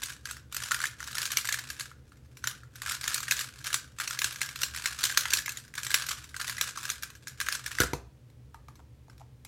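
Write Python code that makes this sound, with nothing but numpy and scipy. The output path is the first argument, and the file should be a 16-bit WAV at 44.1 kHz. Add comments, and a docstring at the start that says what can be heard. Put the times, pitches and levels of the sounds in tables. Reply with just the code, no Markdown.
"""Turning a plastic twisty puzzle

Hands turn the puzzle fast in a small room while a low hum runs on. Each turn ticks and slides, and pieces snap
into place, ringing the plastic and the air in the hollow body. Near the end the puzzle drops on a desk mat and
thumps the desk top, then fingers lightly touch desk and puzzle and press the buttons of a timer."""
import sys
import numpy as np
from scipy import signal
from scipy.fft import rfft, irfft, next_fast_len
from scipy.io import wavfile
from scipy.ndimage import uniform_filter1d

SR = 44100
rng = np.random.default_rng(int(sys.argv[2]) if len(sys.argv) > 2 else 0)


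def wav_out(sig):
    """Save sig, one row per channel (or a flat mono array), as 16-bit PCM at SR to the path in sys.argv[1]."""
    wavfile.write(sys.argv[1], SR, np.round(np.clip(np.atleast_2d(sig).T, -1, 1) * 32767).astype(np.int16))


N = 417627

# tone of the room air: (pitch [Hz], level [dB])
AIR_TONE = [(15, -65), (25, -35.5), (52, -13), (76, -8.5), (92, -19.5), (123, -4.5), (170, -23), (212, -19),
            (326, -22.5), (363, -28.5), (476, -25.5), (677, -36.5), (3430, -44), (16000, -54)]
# low hums: (pitch [Hz], width [Hz], level [dB])
HUMS = [(70, 16, -60), (122.3, 19.5, -58.5)]
# modes of the desk top, the notes it rings at: (pitch [Hz], level [dB], time to fade 60 dB [s])
DESK_MODES = [(65.4, -10.5, 0.42), (94.3, -6, 0.13), (147.8, -2.5, 0.12), (213, -9.5, 0.041),
              (322, 0.5, 0.049), (402, 6.5, 0.036), (478, -3.5, 0.11), (546, -17, 0.22), (686, -5, 0.091),
              (784, -11, 0.1), (950, 4.5, 0.017)]
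# blows on the desk: (time [s], peak level [dB], contact time [ms])
DESK_BLOWS = [(7.803, -12.5, 1.15), (7.811, -22.5, 5.4), (7.819, -24, 1.4), (7.838, -21, 0.5),
              (7.933, -17, 0.93)]
# light touches and presses of timer buttons: (time [s], level [dB], knock pitch [Hz], knock level over the tick
# [dB])
FINGER_TOUCHES = [(7.933, -23.5, 950, -1), (8.3, -55, 870, -6), (8.5437, -46, 1230, 8.5),
                  (8.6832, -44.5, 1185, 5.5), (8.755, -46, 1350, -15), (8.792, -56.5, 996, 10),
                  (8.8, -62, 896, 14), (9.081, -60, 890, 13), (9.098, -45.5, 1550, -1.5),
                  (9.13, -56, 1144, -15), (9.179, -49.5, 810, -25), (9.197, -51, 810, -2),
                  (9.2058, -55, 790, 12), (9.213, -57, 900, 16), (9.4489, -35.5, 1170, -16)]
# modes of the pieces, damped by the fingers: (pitch [Hz], level [dB], time to fade 60 dB [s])
PIECE_MODES = [(2406, -4, 0.012), (2850, -11.5, 0.0072), (3660, -9, 0.0037), (4270, -0.5, 0.0055),
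               (5040, -4.5, 0.0069), (5995, 0.5, 0.0069), (7195, 3.5, 0.0049), (8360, 1.5, 0.0027),
               (9780, -3.5, 0.0071), (11330, -4.5, 0.0071), (12870, -3, 0.0043), (14000, -8.5, 0.0027),
               (15500, -10, .002)]
# tone of sliding plastic: (pitch [Hz], level [dB])
SLIDE_TONE = [(290, -49.5), (500, -20), (906, -15), (1130, -6), (1620, 2), (1980, -10), (2290, -6),
              (7530, -9), (8450, -11.5), (12700, -18.5), (16000, -32.5)]
# flurries of turning between pauses: (start [s], length [s], level [dB])
TURN_FLURRIES = [(0.0, .11, -46), (0.264, .05, -52), (0.542, .34, -47), (1.0, .13, -49.5),
                 (1.153, .45, -43), (1.672, .16, -49.5), (2.02, .26, -73.5), (2.323, .07, -68),
                 (2.45, .05, -53), (2.76, .04, -56), (2.842, .11, -42), (3.032, .41, -44),
                 (3.54, .02, -55.5), (3.63, .14, -47), (4.012, .49, -45.5), (4.578, .08, -47),
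                 (4.748, .17, -42.5), (4.998, .41, -42), (5.454, .12, -50), (5.778, .35, -41.5),
                 (6.196, .1, -56.5), (6.369, .31, -45), (6.753, .17, -47), (7.033, .08, -59),
                 (7.241, .06, -53.5), (7.35, .04, -62), (7.412, .15, -50), (7.646, .08, -42.5),
                 (7.802, .06, -57)]
# usual notes of the hollow body: (pitch [Hz])
HOLLOW_PITCHES = [1380, 1622, 1640, 1688, 1740]
# pieces snapping home, and near 7.8 s the puzzle clicking as it lands on the desk: (time [s], level [dB],
# hollow pitch [Hz], hollow level over the pieces [dB])
MAIN_SNAPS = [(0.0352, -21.5, 1650, -13.5), (0.0973, -34, 1630, -7), (0.2565, -28, 1610, -2),
              (0.3118, -27, 1430, -4), (0.369, -40.5, 1500, 2.5), (0.5263, -30.5, 1430, -6.5),
              (0.547, -27, 1480, -8), (0.5675, -21.5, 1340, -9), (0.6372, -26.5, 1770, -6.5),
              (0.687, -33, 1650, -3), (0.7111, -23.5, 1360, 0.5), (0.7184, -19, 1450, 2.5),
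              (0.746, -22, 1390, 0.0), (0.8037, -29, 1550, 5), (0.8177, -24, 1410, -7),
              (0.8403, -25, 1700, 4.5), (0.856, -25.5, 1770, 1.5), (0.8695, -28.5, 1710, -14),
              (1.0052, -34, 1420, 3), (1.0293, -34.5, 1410, 6), (1.0758, -30.5, 1400, -3),
              (1.1539, -25.5, 1390, -5.5), (1.1837, -21.5, 1760, -3), (1.219, -22, 1620, -10),
              (1.2306, -24.5, 1560, -4.5), (1.2557, -22.5, 2010, -13.5), (1.264, -26.5, 1750, -20),
              (1.3192, -22, 1734, -14), (1.3723, -13, 2325, -7.5), (1.4545, -27, 1655, -1),
              (1.474, -25, 2070, -18), (1.49, -24, 1706, 4.5), (1.526, -17.5, 2090, -8),
              (1.5435, -25, 1760, 3), (1.5919, -30.5, 1760, 0), (1.703, -26, 1650, -8),
              (1.798, -27, 1610, -8), (1.8088, -26.5, 1740, -8), (1.9158, -53.5, 1400, 14.5),
              (2.121, -56.5, 1410, 11), (2.3718, -40, 1600, -5), (2.4421, -28, 1470, 4.5),
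              (2.4741, -18.5, 1470, -5.5), (2.635, -54, 1370, 13), (2.7573, -39, 1600, -2.5),
              (2.82, -28.5, 1460, -0.5), (2.897, -21.5, 1614, -14), (2.9206, -23, 1460, -5.5),
              (3.013, -28, 1650, -8), (3.0421, -24.5, 1690, -2.5), (3.0798, -17.5, 1770, -7.5),
              (3.1451, -17, 1810, -15), (3.18, -25.5, 1287, -14), (3.2308, -27.5, 1280, -6),
              (3.2824, -30.5, 1820, 2.5), (3.3118, -12.5, 1700, -12.5), (3.3218, -20, 1640, 1.5),
              (3.3679, -25, 1970, -15), (3.3928, -24, 1740, -4.5), (3.4114, -25, 1860, -7),
              (3.59, -40.5, 1230, -14), (3.6438, -30, 1580, -22), (3.6696, -23, 1680, -6),
              (3.7303, -20.5, 1370, -10), (3.744, -14, 1570, -7), (3.9877, -30.5, 1440, -5),
              (4.0015, -26, 1390, 2.5), (4.011, -28.0, 1700, -1), (4.0774, -22.5, 1750, -10),
              (4.1095, -25, 1414, -2), (4.1743, -45.5, 1680, 12), (4.191, -19, 2066, -9.5),
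              (4.2192, -19.5, 1720, -3.5), (4.245, -14.5, 1590, -10), (4.3602, -31.5, 1605, -3.5),
              (4.417, -19.5, 1650, 0.5), (4.491, -30.5, 2180, -3.5), (4.5599, -27.5, 1520, -5.5),
              (4.6183, -21.5, 1380, -9), (4.6344, -15, 1640, -11), (4.7484, -31, 1520, 0),
              (4.7631, -27.5, 1703, -4), (4.8474, -35.5, 1573, 4), (4.8593, -18.5, 1736, -1),
              (4.99, -28.5, 1660, -6.5), (5.01, -29, 1380, -4.5), (5.0331, -23, 1590, -11),
              (5.0401, -12, 1580, -8), (5.054, -16, 1132, -18.5), (5.1012, -31.5, 1584, 6),
              (5.1245, -30, 1590, -0.5), (5.1755, -9.5, 1620, -4), (5.2097, -23, 1406, -14),
              (5.306, -22.5, 1670, -14), (5.3362, -10, 1652, -17), (5.3727, -19.5, 1490, -13),
              (5.386, -24.5, 1870, -9), (5.461, -26.5, 2160, -1.5), (5.4813, -31.5, 1650, 8.5),
              (5.4937, -23.5, 1370, -10.5), (5.5732, -27.5, 1956, -12), (5.65, -48.5, 1580, 1),
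              (5.681, -48.5, 1590, -1), (5.7408, -40.5, 1570, 5.5), (5.7544, -32.5, 1640, -4.5),
              (5.7843, -42.5, 1684, 15), (5.791, -35.5, 1640, 1.5), (5.8336, -25.5, 1577, -16),
              (5.8488, -27.5, 1630, -7.5), (5.906, -26, 1620, 1), (5.916, -25, 1680, -3.5),
              (5.9441, -10.5, 1670, -6), (6.0666, -28, 1590, -7), (6.093, -25, 1490, -14),
              (6.11, -28, 1190, -2), (6.132, -35, 1110, 2.5), (6.242, -40.5, 1540, -12.5),
              (6.3447, -45, 1590, 15.5), (6.3657, -30, 1580, -2), (6.4062, -48.5, 1580, 14.5),
              (6.4142, -26.5, 1650, -2.5), (6.4801, -26.5, 1980, -6), (6.4976, -24.5, 1640, -1),
              (6.583, -31.5, 2020, 4.5), (6.613, -14.5, 1620, -5.5), (6.775, -29.5, 1120, 3),
              (6.854, -28, 1640, 0), (6.893, -27.5, 1280, -5), (6.902, -18.5, 1610, -8),
              (7.0255, -30.5, 1710, -8), (7.0343, -25.5, 1583, -2.5), (7.1535, -42.5, 1644, -2.5),
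              (7.2731, -32.5, 1664, 0.5), (7.282, -31.5, 1668, -12), (7.4036, -23, 1690, -1),
              (7.414, -23.5, 1600, 0), (7.4688, -34.5, 1610, 7.5), (7.4872, -22.5, 1740, 5.5),
              (7.5255, -20, 1610, -9), (7.5527, -24, 1460, -6.5), (7.6629, -28.5, 1730, 1.5),
              (7.7165, -31.5, 1860, -1), (7.787, -26, 1610, 8), (7.8036, -13.5, 1490, -2.5),
              (7.8105, -22, 1430, 5.5), (7.8188, -24, 1650, 6), (7.8355, -24, 1380, -1.5)]

RING_SAMPLES = 1024
ROOM_FADE_S, ROOM_TREBLE_FADE_S, ROOM_DB = 0.34, 0.16, -6.5  # a fade is a drop of 60 dB
RISE_DB_PER_S, FALL_DB_PER_S = 451, 173.5  # edges of a flurry
RATTLE_DB, RATTLE_S = -25, 0.039  # loose pieces after a snap: relative level, time to fall to 37%
TICKS_PER_S = 180


def gain(db):
    """Turn decibels into a factor to multiply by."""
    return 10 ** (np.asarray(db) / 20)


def set_level(x, db):
    """Scale a sound to an average (rms) level."""
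    return x * gain(db) / np.sqrt(np.mean(x ** 2))


def shape_tone(x, points):
    """Filter a sound along a curve of (pitch [Hz], level [dB]) points."""
    hz, db = np.transpose(points)
    size = next_fast_len(len(x))
    bin_hz = np.maximum(np.arange(size // 2 + 1) * SR / size, 1)
    curve = gain(np.interp(np.log(bin_hz), np.log(hz), db))
    return irfft(rfft(x, size) * curve, size)[:len(x)]


def cut_bass(x, hz):
    """An object gives off little sound at pitches too low for its size."""
    return signal.sosfilt(signal.butter(6, hz, "high", fs=SR, output="sos"), x)


def place(times, sounds):
    """Add each sound to a silent track at its time in seconds."""
    track = np.zeros(N + sounds.shape[1])
    for time, sound in zip(times, sounds):
        start = int(time * SR)
        track[start:start + len(sound)] += sound
    return track[:N]


def ring(hz, db, fade_s, size=RING_SAMPLES):
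    """A struck object rings as a sum of fading sine waves; one row per hit."""
    t = np.arange(size)[:, None] / SR
    hz, db, fade_s = (np.asarray(v)[:, None, :] for v in np.broadcast_arrays(hz, db, fade_s))
    return np.sum(gain(db - 60 * t / fade_s) * np.sin(2 * np.pi * hz * t), axis=2)


def strike(rings, rise_ms, fall_ms, peak_db):
    """A rough burst of contacts drives each ring; its loudest 2 ms set the level."""
    ms = np.arange(rings.shape[1]) * 1000 / SR
    envelope = (1 - np.exp(-(ms / rise_ms) ** 2)) * np.exp(-ms / fall_ms)
    force = envelope * rng.standard_normal(rings.shape)
    hits = signal.fftconvolve(force, rings, axes=1)[:, :rings.shape[1]]
    peak_power = uniform_filter1d(2 * hits ** 2, size=96, axis=1).max(axis=1)
    return hits * (gain(peak_db) / np.sqrt(peak_power))[:, None]


def background():
    """Steady room air, plus two wavering hums made of narrow bands of noise."""
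    sound = set_level(shape_tone(rng.standard_normal(N), AIR_TONE), -56.5)
    for hz, width, db in HUMS:
        b, a = signal.iirpeak(hz, hz / width, fs=SR)
        band = signal.lfilter(b, a, rng.standard_normal(N))
        sound += set_level(signal.lfilter(b, a, band), db)
    return sound


def room_echo(x):
    """The room's echo builds over a few milliseconds and loses its treble first."""
    t = np.arange(SR // 2) / SR
    filters = (signal.butter(1, 4000, kind, fs=SR, output="sos") for kind in ("low", "high"))
    low, high = (signal.sosfilt(sos, rng.standard_normal(len(t))) for sos in filters)
    tail = low * gain(-60 * t / ROOM_FADE_S) + 2.33 * high * gain(-60 * t / ROOM_TREBLE_FADE_S)
    tail *= 1 - np.exp(-(t / 0.0049) ** 2)
    return signal.fftconvolve(x, tail / np.sqrt(np.sum(tail ** 2)))[:N] * gain(ROOM_DB)


def desk_thumps():
    """The mat softens each blow into a smooth push that rings the desk top."""
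    times, db, contact_ms = np.transpose(DESK_BLOWS)
    hz, mode_db, fade_s = np.transpose(DESK_MODES)
    rings = ring(hz[None], mode_db, fade_s, size=16 * RING_SAMPLES)
    ms = np.arange(RING_SAMPLES) * 1000 / SR
    push = np.sin(np.pi * np.clip(ms / contact_ms[:, None], 0, 1))
    thumps = signal.fftconvolve(push, rings, axes=1)
    thumps *= (gain(db) / np.abs(thumps).max(axis=1))[:, None]
    return cut_bass(place(times, thumps), hz=59)


def plastic_rings(hardness_db, scatter_db, detune):
    """Each hit lands on a new spot and favours other modes; harder hits crack more."""
    hz, db, fade_s = np.transpose(PIECE_MODES)
    chance = rng.standard_normal((len(hardness_db), 2, len(hz)))
    rings = ring(hz * (1 + detune * chance[:, 0]), db + scatter_db * chance[:, 1], fade_s)
    crack = np.outer(gain(15.5 + hardness_db), signal.unit_impulse(RING_SAMPLES))
    return rings + crack


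def finger_touches():
    """Fingers tick on hard plastic, touching or pressing timer buttons, with a short dull knock."""
    times, db, hz, knock_db = np.transpose(FINGER_TOUCHES)
    plastic = plastic_rings(np.zeros(len(times)), scatter_db=0.6, detune=0.061)
    ticks = strike(plastic, rise_ms=0.3, fall_ms=3.9, peak_db=db - 3.5)
    body = ring(np.outer(hz, [1, 0.78, 1.3]), db=[0, -1.5, -9], fade_s=[0.018, 0.016, 0.01])
    knocks = strike(body, rise_ms=0.96, fall_ms=2.05, peak_db=db + knock_db - 0.7)
    return cut_bass(place(times, ticks + knocks), hz=690)


def flurry_db(t):
    """Loudness of the turning: each flurry rises fast, holds and dies away."""
    start, length, db = np.transpose(TURN_FLURRIES)[:, :, None]
    before, after = np.maximum(start - t, 0), np.maximum(t - start - length, 0)
    return np.max(db - RISE_DB_PER_S * before - FALL_DB_PER_S * after, axis=0)


def turning():
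    """Turning layers tick and hiss in flurries; loose pieces rattle on after each main snap."""
    t = np.arange(N) / SR
    flurry_power = np.interp(t, t[::64], gain(flurry_db(t[::64])) ** 2)
    snap_times, snap_db = np.transpose(MAIN_SNAPS)[:2]
    jolts = place(snap_times, gain(snap_db + RATTLE_DB)[:, None] ** 2)
    rattle_power = signal.lfilter([1], [1, -np.exp(-2 / (RATTLE_S * SR))], jolts)
    tick_starts = rng.random(N) < TICKS_PER_S / SR
    tick_sizes = gain(3.8 * np.minimum(rng.exponential(size=N), 3.5))
    tick_fade = np.exp(-np.arange(400) / (0.0033 * SR))
    ticks = signal.fftconvolve(tick_starts * tick_sizes, tick_fade)[:N] * rng.standard_normal(N)
    hiss = set_level(rng.standard_normal(N), -22)
    rubbing = shape_tone(set_level(ticks, -2.5) + hiss, SLIDE_TONE)
    return np.sqrt(flurry_power + rattle_power) * set_level(rubbing, 0.67)


def small_snap_table(count):
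    """Rows like MAIN_SNAPS for small snaps spread over the flurries, louder in louder turning."""
    offset, pitch_choice, strength = rng.random((count, 3)).T
    start, length, db = np.transpose(TURN_FLURRIES)
    ends = np.cumsum(length)  # on a clock that stops during the pauses
    turning_time = (np.arange(count) + offset) / count * ends[-1]
    flurry = np.searchsorted(ends, turning_time)
    times = np.maximum((start + length - ends)[flurry] + turning_time, 0.003)
    peak_db = db[flurry] + 11 - 3 * np.log(1 - 0.9 * strength)
    hollow_db = rng.normal(-6, 6.5, count)
    hz = np.array(HOLLOW_PITCHES)[(pitch_choice * len(HOLLOW_PITCHES)).astype(int)]
    return np.transpose([times, peak_db, hz, hollow_db])


def snaps(table):
    """A snap rings the pieces and the air inside the puzzle, and knocks faintly in the hands."""
    times, db, hz, hollow_db = np.transpose(table)
    plastic = plastic_rings(hardness_db=0.3 * (db + 20.5), scatter_db=2.1, detune=0.068)
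    fall_ms = 3.5 - 0.04 * (db[:, None] + 21)  # louder snaps are shorter
    pieces = strike(plastic, rise_ms=0.83, fall_ms=fall_ms, peak_db=db - 0.6)
    # the hollow has two close notes, whose pitch depends on how far the layers stand open
    air = ring(np.outer(hz, [1, 1.2]), db=[0, -8], fade_s=[0.017, 0.012])
    hollow = strike(air, rise_ms=0.72, fall_ms=1.7, peak_db=db + hollow_db - 0.6)
    palms = ring(np.tile([390, 560], (len(times), 1)), db=[0, -2], fade_s=0.03)
    knocks = strike(palms, rise_ms=2.2, fall_ms=1.7, peak_db=db - 30.5)
    # the layer scrapes ever harder until it snaps home
    swell = np.exp(np.arange(-RING_SAMPLES, 0) / (0.011 * SR))
    scrapes = swell * rng.standard_normal((len(times), RING_SAMPLES)) * gain(db - 16)[:, None]
    scraping = shape_tone(np.roll(place(times, scrapes), -RING_SAMPLES), SLIDE_TONE)
    # contact starts about 2 ms before the loudest moment
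    clicks = place(times - 0.0022, cut_bass(pieces, hz=2470) + hollow)
    return cut_bass(clicks, hz=1008) + place(times - 0.002, knocks) + scraping


def scene():
    """Puzzle, desk, room echo and background, mixed into one channel."""
    handling = turning() + snaps(small_snap_table(count=70)) + desk_thumps()
    # three sides of the room each get the main snaps and touches from another angle, in another tone
    echoes = sum(room_echo(snaps(MAIN_SNAPS) + finger_touches() + handling) for _ in range(3))
    direct = snaps(MAIN_SNAPS) + finger_touches() + handling
    return (direct + echoes / np.sqrt(3) + background())[None]


def record(dry):
    """Cut the highest treble, above 15900 Hz."""
    return signal.sosfilt(signal.ellip(8, 0.2, 70, 15900, fs=SR, output="sos"), dry)


dry = scene()
out = record(dry)
wav_out(out)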